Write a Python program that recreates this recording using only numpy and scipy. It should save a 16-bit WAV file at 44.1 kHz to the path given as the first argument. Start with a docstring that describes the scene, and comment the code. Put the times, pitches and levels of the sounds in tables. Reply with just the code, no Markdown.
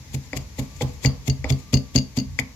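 """Pounding garlic in a mortar

A wooden pestle pounds garlic in a hand-held wooden mortar, about 4.4 strokes a second, in a quiet kitchen.
Shaped noise makes the garlic's crunch; fading sine waves and noise make the table's thump, knocks on
the mortar's wall and the chatter of metal on the table, probably a pot handle. Soft bumps fall between
strokes. A short echo, a hush and a faint wavering tone lie behind. Tables give the time of every event."""
import sys
import numpy as np
from scipy import signal
from scipy.fft import rfft, irfft, next_fast_len
from scipy.io import wavfile
from scipy.ndimage import uniform_filter1d

SR = 44100
rng = np.random.default_rng(int(sys.argv[2]) if len(sys.argv) > 2 else 0)


def transcribe(u):
    """Save the signal u as a 16-bit wav file named by the first command-line argument.

    u: samples, shape (n,) or (channels, n), limited to [-1, 1]; the rate is SR.
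    q: integer samples, one column per channel.
    """
    v = np.clip(np.atleast_2d(u).T, -1, 1)
    q = np.round(v * 32767).astype(np.int16)
    wavfile.write(sys.argv[1], SR, q)


N = 112454
T = np.arange(N) / SR  # time of every sample, s

# Levels are relative: each sound also has an overall level in its function.
# Garlic giving way: [peak t/s, level/dB, swell time/s, fizz of juice level/dB, snap of skin level/dB]
CRUNCHES = [(0.148, -3, 0.008, 2.5, -8.5), (0.373, 1, 0.0067, -0.5, -15.5), (0.598, -2.5, 0.0096, 1, -10),
            (.823, 0, .007, -2.5, 0.5), (1.05, 0.5, 0.011, -2.5, -5), (1.282, -1, 0.0095, -1, -5),
            (1.503, 6, 0.0049, -4, -3.5), (1.733, 0.5, 0.0032, -3, -4), (1.953, -2, 0.0046, -1.5, -2),
            (2.175, 0.5, 0.0057, -2, -8), (2.398, 1.5, 0.0051, 0, -5)]
# Faint scraping of garlic skins between strokes: [peak t/s, level/dB]
SCRAPES = [(.24, -3), (.41, -3), (0.629, 1), (.71, -5), (0.768, 0), (.885, 0.5), (.935, -6.5), (1.592, 1)]
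# Strokes landing: [t/s, level/dB, table's middle tones level/dB, its upper tones level/dB]
STROKES = [(.143, -10, -6, -12), (0.3602, -16, -6.5, -13), (0.591, -13.5, 4.5, 12),
           (0.8238, -7.5, -1.5, -7), (1.049, -0.5, -3.5, 1), (1.2809, -3.5, -6, 3), (1.5047, -2.5, -4.5, 2),
           (1.734, -1, 1.5, 7.5), (1.9547, -3.5, 5, 5.5), (2.1749, -14, 13.5, 9), (2.395, -19.5, 8, 1)]
# Pushes within one stroke, from garlic, mortar floor and rebound: [delay t/s, level/dB]
PUSHES = [(0, 0), (.008, 2.5), (0.0223, -5)]
# Pestle against the mortar's wall: [t/s, crack level/dB, hollow ring level/dB, bowl's cavity level/dB]
KNOCKS = [(.331, -8.5, 2, -14), (.585, -21, -3.5, -10.5), (0.8094, -12.5, 2.5, 1.5), (1.048, -3, 4, -5.5),
          (1.443, -8, 4, -9.5), (2.3891, 3, -4.5, -8.5)]
# Metal chatter: [t/s, level/dB]
CLINKS = [(1.0581, -2.5), (1.0663, -16), (1.2985, -8.5), (1.5226, -16), (1.74, -2.5), (1.744, -7),
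          (1.7698, -16), (1.7722, -15.5), (1.9594, 1), (1.9635, -15), (1.9776, -8), (1.985, -8),
          (2.1733, -17), (2.1866, -10.5), (2.199, -15.5)]
# Soft bumps as the pestle lifts and the mortar shifts: [t/s, level/dB]
BUMPS = [(0, -9), (0.092, -4.5), (0.239, -4.5), (0.526, -14), (0.751, -2.5), (.875, 4.5), (0.939, -2.5),
         (1.189, -4.5), (1.389, 4.5), (1.46, 1), (2.086, -13), (2.261, 2), (2.296, 1), (2.329, 2),
         (2.49, -10)]
# A very faint far tone, points along its path: [t/s, f/Hz, level/dB]
FAR_TONE_PATH = [(.3, 1033, -91), (0.448, 1061, -74), (0.748, 1177, -58), (.95, 1166, -71),
                 (1.349, 1150, -66.5), (1.6, 1187, -59), (1.85, 1178, -59), (2.05, 1110, -66)]

# Tones that each object rings with: [f/Hz, level/dB, time to fade by 60 dB t/s]
TABLE_LOW_TONES = [(55, -42, 0.22), (83.6, -1.5, 0.14), (135, 1.5, 0.17)]
TABLE_MIDDLE_TONES = [(170, -11.5, 0.12), (200, -6, 0.22), (233, -7.5, 0.16), (260, -8, 0.19),
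                      (280, -32.5, 0.29)]
TABLE_UPPER_TONES = [(338, -32, 0.033), (428, -15, 0.091), (482, -34.5, 0.3), (602, -22, 0.28),
                     (670, -19, .14), (845, -37, .16)]
WALL_TONES = [(1982, -0.5, 0.017), (2243, -1, 0.021), (2450, -6.5, 0.017), (3560, -23, 0.068),
              (4880, -16.5, 0.044), (7120, -12, 0.016)]
HOLLOW_TONES = [(275, 4, 0.14), (410, -8.5, 0.068), (507.3, -5.5, 0.14), (627, -3.5, 0.16), (774, -4, .13),
                (919, -10, 0.1)]
CAVITY_TONES = [(489.6, 3, 0.13), (843.4, -0.5, 0.12), (1014, -13.5, 0.16)]
METAL_TONES = [(2090, -27.5, 0.1), (2802, -17.5, 0.068), (2900, -20.5, .03), (4370, -11.5, 0.048),
               (4568, -5, 0.051), (4683, -3.5, 0.036), (4993, -7, 0.02), (6260, -22, 0.067),
               (6656, -8, 0.044), (11930, -29.5, .04), (15020, -36, 0.034)]

# Colour of each noise, its strength at each pitch: [f/Hz, level/dB per Hz]
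GARLIC_COLOUR = [(300, 3), (900, -2), (1500, -20), (2200, 2), (3000, -7.5), (4500, -3.5), (6000, -6.5),
                 (6900, 1), (7800, -6), (9000, -27.5), (16000, -45)]
FIZZ_COLOUR = [(7000, -33), (9000, -9), (11800, 4.5), (14000, -10.5), (16000, -17)]
SNAP_COLOUR = [(2500, -26), (3150, -9.5), (3480, -2), (3800, -31), (4700, -45)]
THUMP_COLOUR = [(25, -86), (55, -5), (110, -27.5), (200, -15.5), (330, -21), (700, -29), (1200, -45),
                (3000, -53)]
WOOD_COLOUR = [(100, 21), (250, 1), (800, -6), (1100, -2), (1500, -16.5), (2200, -14.5), (3500, -20),
               (5000, -13.5), (9000, -50)]
TICK_COLOUR = [(500, -1), (1400, -7.5), (2300, 7.5), (3600, 3), (4700, 1), (6900, 8.5), (8800, -23),
               (12000, -12), (16000, -37)]
HUSH_COLOUR = [(15, -26), (25, -52), (55, 3), (137, -5.5), (185, -10), (270, -10), (363, -26.5),
               (427, -20.5), (754, -30.5), (863, -22.5), (1370, -32.5), (2110, -26), (3080, -31),
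               (6740, -26.5), (8830, -46.5), (11900, -35), (16000, -53)]
# Colour of the kitchen's echo: [f/Hz, level/dB]
ECHO_COLOUR = [(40, 7), (150, -9), (500, 3.5), (2200, -1.5), (5000, -0.5), (8000, -6.5), (16000, -8)]
# The metal's ring at the right (far) ear against the left (near) one: [f/Hz, level/dB]
METAL_SHADE = [(2000, -4), (2800, -23), (4500, -18), (6600, -43), (12000, -29)]

BODY_PAN_DB = -1.84  # left against right, for the table and the mortar's body


def undb(db):
    """Turn decibels into a factor to multiply by."""
    return 10 ** (np.asarray(db) / 20)


def pan(db):
    """Left and right factors that make the left louder by this many dB."""
    return undb(np.array([[db], [-db]]) / 2)


def fade(t60_s):
    """Smooth dying away, by 60 dB in the given time."""
    return np.exp(-np.log(1000) * T / t60_s)


def swell(peak_s, rise_s, fall_s):
    """Loudness curve that grows up to its peak and dies away after it."""
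    exponent = np.minimum((T - peak_s) / rise_s, (peak_s - T) / fall_s)
    return np.exp(np.maximum(exponent, -20))


def add(out, start_s, sound):
    """Mix a sound into out from its starting time."""
    i = max(int(start_s * SR), 0)
    out[..., i:] += sound[..., :N - i]


def colour(x, points):
    """Shape the pitch balance of x with a filter that keeps the power of white noise."""
    hz, db = np.array(points).T
    size = next_fast_len(N, True)
    f = np.arange(size // 2 + 1) * SR / size
    gain = undb(np.interp(np.log(f + 1), np.log(hz), db))
    gain /= np.sqrt(np.mean(gain ** 2))
    return irfft(rfft(x, size) * gain, size)[..., :N]


def noise(points, envelope):
    """Coloured stereo noise following a loudness curve, alike in the bass and wider in the treble."""
    mid, side = rng.standard_normal((2, N))
    # the ears differ mostly above 1400 Hz
    side = 1.19 * signal.lfilter(*signal.butter(1, 1400, "high", fs=SR), side)
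    return colour(envelope * np.array([mid + side, mid - side]), points)


def ring(tones, scatter=0, opposed=False):
    """Fading sine waves, as from a struck object, each pitch shifted at random by the fraction scatter."""
    t = T[:SR // 2]
    total = np.zeros(len(t))
    for k, (hz, db, t60_s) in enumerate(tones):
        # if opposed, every second tone starts in the opposite direction
        sign = (-1) ** (k * opposed)
        pitch = hz * (1 + scatter * rng.standard_normal())
        decay = np.exp(-np.log(1000) * t / t60_s)
        total += sign * undb(db) * decay * np.sin(2 * np.pi * pitch * t)
    return np.pad(total, (0, N - len(t)))


def soften(x, contact_s):
    """Spread a blow over the time that the two things touch, which dulls it."""
    push = np.sin(np.pi * T[T < contact_s] / contact_s)
    return signal.lfilter(push / push.sum(), 1, x)


def garlic():
    """Grainy crunch that swells as the pestle sinks and soon dies as it bottoms out; skins scrape between."""
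    crunch_db, fall_s = -31.5, 0.0036
    scrape_db, scrape_rise_s, scrape_fall_s = -53.5, 0.014, 0.031
    fizz_layer_db, snap_layer_db, pan_db = -11.5, -5, 11.5
    crunch, fizz, snap, scrape = np.zeros((4, N))
    for s, db, rise_s, fizz_db, snap_db in CRUNCHES:
        envelope = undb(crunch_db + db) * swell(s, rise_s, fall_s)
        crunch += envelope
        fizz += undb(fizz_db) * envelope
        snap += undb(snap_db) * envelope
    for s, db in SCRAPES:
        scrape += undb(scrape_db + db) * swell(s, scrape_rise_s, scrape_fall_s)
    # random loudness steps of 32 samples make the grain, with a typical size of 2.5 dB
    steps = np.repeat(rng.standard_normal(N // 32 + 1), 32)[:N]
    grains = undb(2.5 * steps)
    grains /= np.sqrt(np.mean(grains ** 2))
    out = noise(GARLIC_COLOUR, (crunch + scrape) * grains)
    out += undb(fizz_layer_db) * noise(FIZZ_COLOUR, (fizz + scrape) * grains)
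    out += undb(snap_layer_db) * noise(SNAP_COLOUR, snap * grains)
    return out * pan(pan_db)


def table():
    """Each stroke pushes the table top through the mortar: a few strong tones over a dull thump."""
    tones_db, contact_s = -15, 0.0018
    thump_db, thump_t60_s = -20.5, 0.16
    tones, envelope = np.zeros((2, N))
    low = ring(TABLE_LOW_TONES)
    for s, db, middle_db, upper_db in STROKES:
        middle = undb(middle_db) * ring(TABLE_MIDDLE_TONES, scatter=0.0069)
        upper = undb(upper_db) * ring(TABLE_UPPER_TONES, scatter=0.0242)
        for delay_s, push_db in PUSHES:
            add(tones, s + delay_s, undb(db + push_db) * (low + middle + upper))
        add(envelope, s, undb(db + middle_db / 2) * fade(thump_t60_s))
    thump = undb(thump_db) * noise(THUMP_COLOUR, envelope)
    return (undb(tones_db) * soften(tones, contact_s) + thump) * pan(BODY_PAN_DB)


def knocks():
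    """Wood on wood: a short bright crack that reaches the left ear first, and the hollow of the bowl."""
    wall_db, wall_pan_db, right_lag_s = -13.5, 12, 0.00009
    hollow_layer_db, cavity_layer_db = -33, -27.5
    wood_db, wood_t60_s = -29.5, 0.43
    crack, hollow, envelope = np.zeros((3, N))
    for s, crack_db, hollow_db, cavity_db in KNOCKS:
        add(crack, s, undb(crack_db) * ring(WALL_TONES, 0.006, True))
        add(hollow, s, undb(hollow_layer_db + hollow_db) * ring(HOLLOW_TONES, 0.012, True))
        add(hollow, s, undb(cavity_layer_db + cavity_db) * ring(CAVITY_TONES, 0.0075, True))
        add(envelope, s, undb(hollow_db) * fade(wood_t60_s))
    late_crack = np.interp(T - right_lag_s, T, crack)
    crack = undb(wall_db) * np.array([crack, late_crack]) * pan(wall_pan_db)
    wood = undb(wood_db) * noise(WOOD_COLOUR, envelope)
    return crack + (hollow + wood) * pan(BODY_PAN_DB)


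def chatter():
    """Loose metal hops and lands: a tick and a brief ring each time."""
    ring_db, tick_db, tick_t60_s, tick_pan_db = -6, -21.5, 0.018, 7.5
    rings, envelope = np.zeros((2, N))
    for s, db in CLINKS:
        add(rings, s, undb(db) * ring(METAL_TONES, 0.00655, True))
        add(envelope, s, undb(db) * fade(tick_t60_s))
    hz, db = np.array(METAL_SHADE).T
    f = np.arange(N // 2 + 1) * SR / N
    shaded = irfft(rfft(rings) * undb(np.interp(f, hz, db)), N)
    ticks = undb(tick_db) * noise(TICK_COLOUR, envelope) * pan(tick_pan_db)
    return undb(ring_db) * np.array([rings, shaded]) + ticks


def bumps():
    """Low, soft nudges of the table: its low tones, dulled by a longer touch."""
    level_db, contact_s = -23.5, 0.0077
    out = np.zeros(N)
    nudge = soften(ring(TABLE_LOW_TONES), contact_s)
    for s, db in BUMPS:
        add(out, s, undb(db) * nudge)
    return undb(level_db) * out * pan(BODY_PAN_DB)


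def kitchen(x):
    """Short blurred echo of the walls, made from fading noise; the treble dies first."""
    level_db, rise_s, split_hz = -14.5, 0.0039, 1800
    low_t60_s, treble_t60_s = 0.31, 0.25
    wash = colour(rng.standard_normal((2, N)), ECHO_COLOUR)
    low = signal.sosfiltfilt(signal.butter(2, split_hz, fs=SR, output="sos"), wash)
    tail = low * fade(low_t60_s) + (wash - low) * fade(treble_t60_s)
    tail *= 1 - np.exp(-T / rise_s)
    tail /= np.sqrt(np.sum(tail ** 2) / 2)
    mono = x.mean(axis=0)[None]
    return undb(level_db) * signal.fftconvolve(mono, tail, axes=1)[:, :N]


def background():
    """The room's hush, noise that slowly gets quieter, and a far tone with a wavering pitch."""
    hush_db, fall_db_per_s, pan_db = -45, 0.95, 3  # the level is that of the middle moment
    s, hz, db = np.array(FAR_TONE_PATH).T
    waver = uniform_filter1d(rng.standard_normal(N), size=900)
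    # pitch strays by about 2 percent
    pitch = np.interp(T, s, hz) * (1 + 0.02005 * waver / waver.std())
    tone = undb(np.interp(T, s, db)) * np.sin(2 * np.pi * np.cumsum(pitch) / SR)
    envelope = undb(hush_db - fall_db_per_s * (T - T.mean()))
    return tone + noise(HUSH_COLOUR, envelope) * pan(pan_db)


def scene():
    """The pounding, its echo and the sounds behind it."""
    near = garlic() + table() + knocks() + chatter() + bumps()
    return near + kitchen(near) + background()


def record(dry):
    """The recorder thins the deepest bass, caps the peaks and cuts the top."""
    low_cut_hz, top_hz = 51, 15900
    x = signal.sosfilt(signal.butter(4, low_cut_hz, "high", fs=SR, output="sos"), dry)
    capped = np.clip(x, -1, 1)
    return signal.sosfilt(signal.ellip(8, 0.2, 80, top_hz, fs=SR, output="sos"), capped)


dry = scene()
out = record(dry)
transcribe(out)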